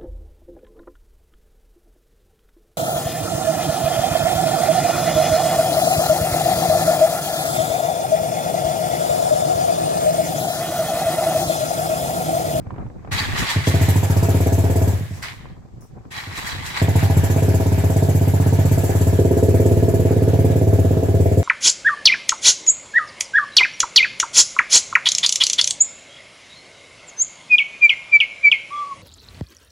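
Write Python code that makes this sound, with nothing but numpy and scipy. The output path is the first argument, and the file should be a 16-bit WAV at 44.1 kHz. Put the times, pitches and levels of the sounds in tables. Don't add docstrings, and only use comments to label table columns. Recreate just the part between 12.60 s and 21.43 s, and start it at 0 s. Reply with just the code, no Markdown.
import sys
import numpy as np
from scipy import signal
from scipy.fft import rfft, irfft, next_fast_len
from scipy.io import wavfile
from scipy.ndimage import uniform_filter1d

SR = 44100
rng = np.random.default_rng(int(sys.argv[2]) if len(sys.argv) > 2 else 0)


def wav_out(sig):
    wavfile.write(sys.argv[1], SR, np.round(np.clip(np.atleast_2d(sig).T, -1, 1) * 32767).astype(np.int16))


N = 389422


def amp(db):
    return 10 ** (np.asarray(db) / 20)


def unit(x):
    return x / np.sqrt(np.mean(x ** 2) + 1e-20)


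def along(points, hz):
    point_hz, value = np.transpose(points)
    return np.interp(np.log(hz + 1), np.log(point_hz + 1), value)


def gains(tables, order):
    t = np.arange(N) / SR
    total = 0
    for table in tables:
        rows = np.array(table)
        total = total + amp(np.interp(t, rows[:, 0], rows[:, order], -200, -200))
    return total


def filtered(x, response):
    size = next_fast_len(N + SR // 2)
    hz = np.fft.rfftfreq(size, 1 / SR)
    return irfft(rfft(x, size) * response(hz), size)[..., :N]


def resonances(modes):
    def response(hz):
        total = 0
        for centre_hz, width_hz, left, right in modes:
            damping = 1j * hz * width_hz
            total = total + np.outer([left, right], damping / (centre_hz ** 2 - hz ** 2 + damping))
        return total
    return response


def rush(spectrum, patchy_db, size=(8, 8)):
    # frequency in Hz, correlation between the sides.
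    alike = [(30, 0.064), (80, 0.17), (400, 0.21), (1000, 0.05), (4000, 0.038)]
    z = signal.stft(rng.standard_normal((2, N)), nperseg=512)[2]
    field = uniform_filter1d(rng.standard_normal(z.shape[1:]), size[0], 0)
    field = uniform_filter1d(field, size[1], 1)
    pair = signal.istft(z * amp(patchy_db * unit(field)), nperseg=512)[1][:, :N]

    def mid_side(hz):
        angle = np.arccos(np.clip(along(alike, hz), -1, 1)) / 2
        return amp(along(spectrum, hz)) * [np.cos(angle), np.sin(angle)]

    mid, side = filtered(pair, mid_side)
    return unit(np.array([mid + side, mid - side]))


def spikes(s, gain):
    out = np.zeros(N + SR)
    out[np.round(s * SR).astype(int)] = gain
    return out[:N]


def firings(speed, load):
    (knots_s, rpm), load = np.transpose(speed), np.transpose(load)
    t = np.arange(knots_s[0], knots_s[-1] + .1, 1 / SR)
    turns = np.cumsum(np.interp(t, knots_s, rpm)) / 60 / SR
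    last_turn = int(np.interp(knots_s[-1], t, turns))
    s = np.interp(np.arange(last_turn + 2), turns, t)
    levels_db = np.column_stack([np.interp(s[:-1], load[0], column) for column in load[1:]])
    cycle_scatter_db = 0.98
    burn_db = cycle_scatter_db * np.repeat(rng.standard_normal(levels_db.shape), 2, axis=0)
    return np.column_stack([s[:-1], np.diff(s), levels_db + burn_db[:len(levels_db)]])


def ring(s, gap_s, db, modes, rough, puff_s):
    def pipe(hz):
        high_cut = 1 + (hz / 820) ** 8
        low_cut = 1 + (62 / (hz + 1)) ** 8
        return resonances(modes)(hz) / high_cut / low_cut

    pipe_rms = np.sqrt(np.mean(abs(pipe(np.arange(SR // 2))) ** 2))
    blows = spikes(s, amp(db) * np.sqrt(gap_s * SR) / pipe_rms)
    fade = np.exp(-np.arange(SR // 5) / SR / puff_s)
    puffs = signal.fftconvolve(blows, fade / np.linalg.norm(fade))[:N] * rng.standard_normal(N)
    return filtered(blows + rough * puffs, pipe)


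def exhaust(fire):
    # time in seconds, bark in dB, boom in dB (before scatter).
    coughs = [(0.513, -56, -31), (0.602, -57, -28.5), (0.681, -61, -34), (0.96, -33, -17),
              (2.332, -57, -21), (2.407, -50, -23.5), (2.507, -50.5, -27), (2.721, -67, -59),
              (3.67, -50, -34), (3.96, -63, -37), (4.006, -65, -36)]
    # centre in Hz, width in Hz,
    # relative left and right strength (sign = polarity).
    boom_modes = [(86, 9, 11, 10.8), (107, 10, -11.5, -11.8), (125, 10, -3.2, -3.3), (144, 10, -3.4, -4.3),
                  (176, 10, -2.5, -1.2)]
    throat_modes = [(254, 77, 5.4, 6.2), (273, 34, -6.2, -6.9), (317, 74, -2.9, -2.7)]
    bark_modes = [(356, 15, 4, 5.6), (406, 11, -5.6, -7), (435, 20, -5.6, -6.4), (487, 12, -2.4, -2.8),
                  (537, 11, 4, 3.5)]
    rasp_modes = [(650, 30, 1.6, 1.3), (669, 12, 2, 1.6), (694, 16, -1.2, 1.8)]
    edge_modes = [(796, 30, -.6, -.7), (890, 80, -.8, -.8), (1000, 120, .8, .8)]

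    fire_s, fire_gap_s, fire_bark_db, fire_boom_db, _, clatter_db = fire.T
    lone_s, lone_bark_db, lone_boom_db = np.transpose(coughs)
    s = np.r_[fire_s, lone_s]
    gap_s = np.r_[fire_gap_s, np.full(len(lone_s), .06)]
    scatter = rng.standard_normal((len(s), 3))
    bark_db = np.r_[fire_bark_db, lone_bark_db] + 0.5 * scatter[:, 0]
    boom_db = np.r_[fire_boom_db, lone_boom_db] + .6 * scatter[:, 2]
    throat_db = np.minimum(bark_db + 0.5, 0.66 * bark_db - 12)
    rasp_db = np.minimum(bark_db - 6.5, -32) + scatter[:, 1]

    throat = ring(s, gap_s, throat_db, throat_modes, rough=.22, puff_s=.05)
    bark = ring(s, gap_s, bark_db - 1.2, bark_modes, rough=.25, puff_s=.06)
    rasp = ring(s, gap_s, rasp_db, rasp_modes, rough=.8, puff_s=.045)
    edge = ring(fire_s, fire_gap_s, clatter_db - 3, edge_modes, rough=0.89, puff_s=0.046)
    boom = ring(s + .0028, gap_s, boom_db, boom_modes, rough=.15, puff_s=.03)
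    return throat + bark + rasp + edge + boom


def bursts(fire, db, rise_s, fall_s, floor, scatter_db):
    t = np.arange(SR // 4) / SR
    shape = (1 - np.exp(-t / rise_s)) ** 2 * (floor * np.exp(-t / 0.34) + np.exp(-t / fall_s))
    level = amp(db + scatter_db * rng.standard_normal(len(fire)))
    size = level * np.sqrt(fire[:, 1] * SR) / np.linalg.norm(shape)
    return signal.fftconvolve(spikes(fire[:, 0], size), shape)[:N]


def engine_noise(fire):
    # frequency in Hz, relative density in dB.
    gas_spectrum = [(2650, -49), (4500, -7.5), (5300, -10), (6210, -4), (7470, 3), (7870, 0), (8560, -9.5),
                    (9370, -4), (10100, -5), (12100, -1), (14700, -5.5), (15900, -16)]
    clatter_spectrum = [(530, -1.5), (900, -7), (967, -6.5), (1350, -7.5), (1720, -5.5), (1900, -8.5),
                        (2320, -8), (2660, -11.5), (5000, -17), (6500, -18), (11000, -120)]
    shake_spectrum = [(18, -20), (30, -37), (50, 12.5), (70, 6.5), (90, -30)]
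    # centre in Hz, width in Hz, relative left and right strength.
    whine_modes = [(1700, 18, 1.2, 1.2), (1911, 14, .6, .6), (3790, 20, .25, .25)]
    hiss_db, clatter_db = fire[:, 4], fire[:, 5]

    whistles = rush(gas_spectrum, patchy_db=3, size=(5, 5))
    gas_gain = bursts(fire, hiss_db - 1.5, rise_s=.006, fall_s=.018, floor=.08, scatter_db=2)

    gears = unit(filtered(rush([(500, 0), (5000, 0)], patchy_db=1), resonances(whine_modes)))
    rattle = unit(rush(clatter_spectrum, patchy_db=1.93) + 0.21 * gears)
    clatter_gain = bursts(fire, clatter_db - 1.5, rise_s=0.0053, fall_s=0.19, floor=1.0, scatter_db=0.4)

    shake_gain = bursts(fire, -42.5, rise_s=0.047, fall_s=0.14, floor=.4, scatter_db=1.5)
    shake = shake_gain * rush(shake_spectrum, patchy_db=1.0)
    return gas_gain * whistles + clatter_gain * rattle + shake


def labour(order):
    # on in seconds, off in seconds, steady grind in dB.
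    starter_runs = [(0.509, 1.417, -33), (3.503, 4.555, -39)]
    # peak in seconds, then grind, treble and casing ring in dB.
    surge_rows = [(.53, -32, -33.5, -33), (.59, -25.5, -37, -25.5), (.79, -24.5, -30, -35),
                  (.905, -24, -32, -27), (1.08, -32, -30, -35), (1.23, -52, -40, -57),
                  (3.52, -57, -50, -61), (3.58, -36, -47, -31.5), (3.777, -33, -37, -37),
                  (3.872, -36, -36.5, -40), (3.914, -37, -63, -30.5), (4.066, -36.5, -35.5, -41),
                  (4.176, -27, -38, -34), (4.4, -36, -43, -46)]
    rise_db_per_s = (309, 702, 359)
    fall_db_per_s = (165, 231, 223)
    # time in seconds, then grind, treble and casing ring in dB.
    rundown = [
        [(2.3, -62, -54, -52), (2.36, -47, -64, -61), (2.57, -47, -47.5, -65), (2.618, -49, -53, -64),
         (2.628, -34, -38, -40), (2.68, -30, -47, -50), (2.76, -46.5, -55, -69), (2.92, -53.5, -73, -80),
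         (3.02, -76, -87, -85)],
    ]
    over_grind_db = (0, -10.5, -13)[order]
    ramp_s, release_s = 0.014, 0.11

    t = np.arange(N) / SR
    steady, turning = 0, 0
    for on_s, off_s, db in starter_runs:
        gate = np.clip(np.minimum((t - on_s) / ramp_s, (off_s - t) / release_s), 0, 1)
        steady = steady + amp(db + over_grind_db) * gate
        turning = turning + gate
    surges = 0
    for row in surge_rows:
        u = t - row[0]
        slope_db = np.where(u < 0, rise_db_per_s[order] * u, -fall_db_per_s[order] * u)
        surges = surges + amp(row[1 + order] + slope_db)
    return steady + turning * surges + gains(rundown, order=1 + order)


def starter():
    # frequency in Hz, relative density in dB.
    grind_spectrum = [(240, -35), (400, -17.5), (558, -18), (885, -6.5), (1180, -6.5), (1320, -9.5),
                      (1960, -1), (2790, -10), (3930, -11), (5200, -20), (6760, -33), (11400, -120)]
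    sizzle_spectrum = [(2820, -55), (4800, 1.5), (6580, 2), (7460, 3), (9110, -3), (13200, -6),
                       (15900, -12.5)]
    # centre in Hz, width in Hz, relative left and right strength.
    casing_modes = [(860, 51, 0.64, 0.14), (1113, 28, -0.27, -1.04), (1923, 23, 0.37, 0.86),
                    (3320, 45, -0.49, -0.38), (3947, 24, 1, 1.04), (4490, 350, -0.19, -0.29)]
    clutch_modes = [(1600, 90, .6, .6), (2000, 90, -1.1, -1.1), (4800, 150, .9, .9)]
    # time in seconds, level in dB, 60 dB decay in seconds.
    stop_s, stop_db, stop_t60_s = (2.627, -30.5, 0.16)

    teeth = amp(4 * uniform_filter1d(rng.standard_normal(N), size=60) * np.sqrt(60))
    grind = unit(rush(grind_spectrum, patchy_db=2, size=(4, 4)) * np.sqrt(teeth))
    sizzle = rush(sizzle_spectrum, patchy_db=1.2)
    excitation = teeth * rush([(500, 0), (5000, 0)], patchy_db=5, size=(3, 4))
    casing = unit(filtered(excitation, resonances(casing_modes)))
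    out = labour(order=0) * grind + labour(order=1) * sizzle + labour(order=2) * casing

    t = np.arange(N) / SR - stop_s
    rattle = unit(filtered(rng.standard_normal(N), resonances(clutch_modes)))
    return out + (t > 0) * amp(stop_db - 60 * abs(t) / stop_t60_s) * rattle


def handling():
    # time in seconds, rumble in dB.
    rumble = [
        [(0, -34.5), (.1, -31.5), (.21, -28), (.3, -37.5), (.54, -31.5), (.85, -27), (.9, -36), (.96, -33)],
        [(2.55, -34), (2.76, -41.5), (2.85, -37.5), (2.92, -39.5), (3.32, -43), (3.365, -35), (3.42, -41.5),
         (3.62, -39.5), (3.68, -37), (4.01, -34), (4.17, -38.5), (4.21, -30)],
    ]
    # frequency in Hz, relative density in dB.
    thud_spectrum = [(12, -38), (20, -8.5), (114, -2.5), (157, -6.5), (646, -25.5), (686, -25), (759, -20),
                     (823, -27), (1010, -28), (2500, -44), (3250, -84), (5500, -120)]
    air_spectrum = [(880, -33), (1500, -8), (3650, -8), (7950, -8.5), (9310, -23), (13300, -17),
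                    (15900, -52)]
    # time in seconds, level in dB before a common 3 dB lift, pitch in Hz.
    knocks = [(0.068, -34, 748), (0.106, -27, 1010), (0.141, -35, 980), (0.161, -32, 501),
              (0.182, -29, 740), (0.212, -37, 544), (0.264, -35, 900), (0.3, -36, 500), (0.448, -31, 710),
              (0.474, -31.5, 501), (2.793, -42, 1050), (2.856, -32.5, 1020), (2.899, -43, 530),
              (3.222, -43, 563), (3.453, -39, 509)]
    # time in seconds, level in dB, length in seconds.
    hiss_s, hiss_db, hiss_length_s = (3.208, -55, 0.07)

    t = np.arange(N) / SR
    out = gains(rumble, order=1) * rush(thud_spectrum, patchy_db=3, size=(12, 3))
    out += amp(-68) * rush(air_spectrum, patchy_db=1)
    hiss = rush([(4000, -40), (5200, 0), (6500, -2), (8000, -4), (16000, -12)], patchy_db=3.5)
    out += amp(hiss_db) * hiss * (t > hiss_s) * np.exp(-((t - hiss_s) / hiss_length_s) ** 2)

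    t = t[:SR // 10]
    dull = signal.butter(3, 1300, fs=SR)
    for s, db, hz in knocks:
        tick = 1.4 * signal.lfilter(*dull, rng.standard_normal((2, len(t)))) * amp(-60 * t / 0.047)
        tone = np.sin(2 * np.pi * hz * t) * amp(-60 * t / 0.014) * np.tanh(t / 0.00056)
        out[:, round(s * SR):][:, :len(t)] += amp(db + 3.0) * (tone + tick)
    return out


def workshop(x):
    # frequency in Hz, 60 dB decay in seconds.
    walls = [(80, 0.97), (500, 0.23), (3000, 0.2)]
    # frequency in Hz, strength of the walls' answer in dB.
    wet = [(90, -16.5), (250, -12.5), (600, -10), (1000, -12.5)]
    sent = filtered(x, lambda hz: amp(along(wet, hz)))
    hz, t, z = signal.stft(rng.standard_normal((2, SR // 2)), SR, nperseg=256)
    tail = signal.istft(z * amp(-60 * t / along(walls, hz)[:, None]), SR, nperseg=256)[1]
    tail = tail / np.linalg.norm(tail[0])
    delayed = np.pad(sent, (300, 0))
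    return signal.fftconvolve(delayed[None], tail, axes=1)[:, :N]


def scene():
    # time in seconds, speed in rpm.
    speed_runs = [
        [(1.0717, 887), (1.34, 802), (1.47, 870), (1.66, 1015), (2.32, 1024)],
        [(4.2159, 939), (4.36, 801), (4.88, 1018), (5.23, 1006), (5.32, 961), (6.16, 954), (6.26, 1053),
         (6.58, 983), (6.92, 1054), (7.94, 1073), (8.34, 973), (8.44, 1054), (8.889, 1026)],
    ]
    # time in seconds, then bark, boom, gas hiss and clatter in dB.
    load_runs = [
        [(1.07, -25.5, -16, -37, -40), (1.35, -32, -15, -37, -34.5), (1.72, -25.5, -16, -38, -38),
         (2.0, -27, -17.5, -39.5, -38.5), (2.3, -27, -16.5, -40, -41.5)],
        [(4.21, -27, -14.5, -37.5, -34), (4.4, -30.5, -16, -40.5, -37), (4.85, -25.5, -15.5, -39, -37.5),
         (5.1, -28, -16.5, -40, -39.5), (5.4, -28, -15.5, -39.5, -40), (6.1, -28.5, -16.5, -40, -39.5),
         (6.3, -25.5, -17, -39.5, -40), (6.56, -26.5, -14.5, -41.5, -40), (6.58, -18.5, -15.5, -41, -40),
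         (7.2, -20, -17, -42, -43), (7.8, -20.5, -16, -45, -43), (8.3, -22.5, -16, -46.5, -46),
         (8.85, -21.5, -16.5, -44.5, -43.5)],
    ]
    fire = np.vstack([firings(speed, load) for speed, load in zip(speed_runs, load_runs)])
    pipe = exhaust(fire)
    lag_s = .00018
    sides = np.array([[1], [-1]])
    direct = filtered(pipe, lambda hz: np.exp(-1j * np.pi * hz * lag_s * sides))
    return direct + workshop(pipe.mean(0)) + engine_noise(fire) + starter() + handling()


def record(dry):
    top_hz = 15900
    return filtered(dry, lambda hz: hz < top_hz)


dry = scene()
out = record(dry)
wav_out(out)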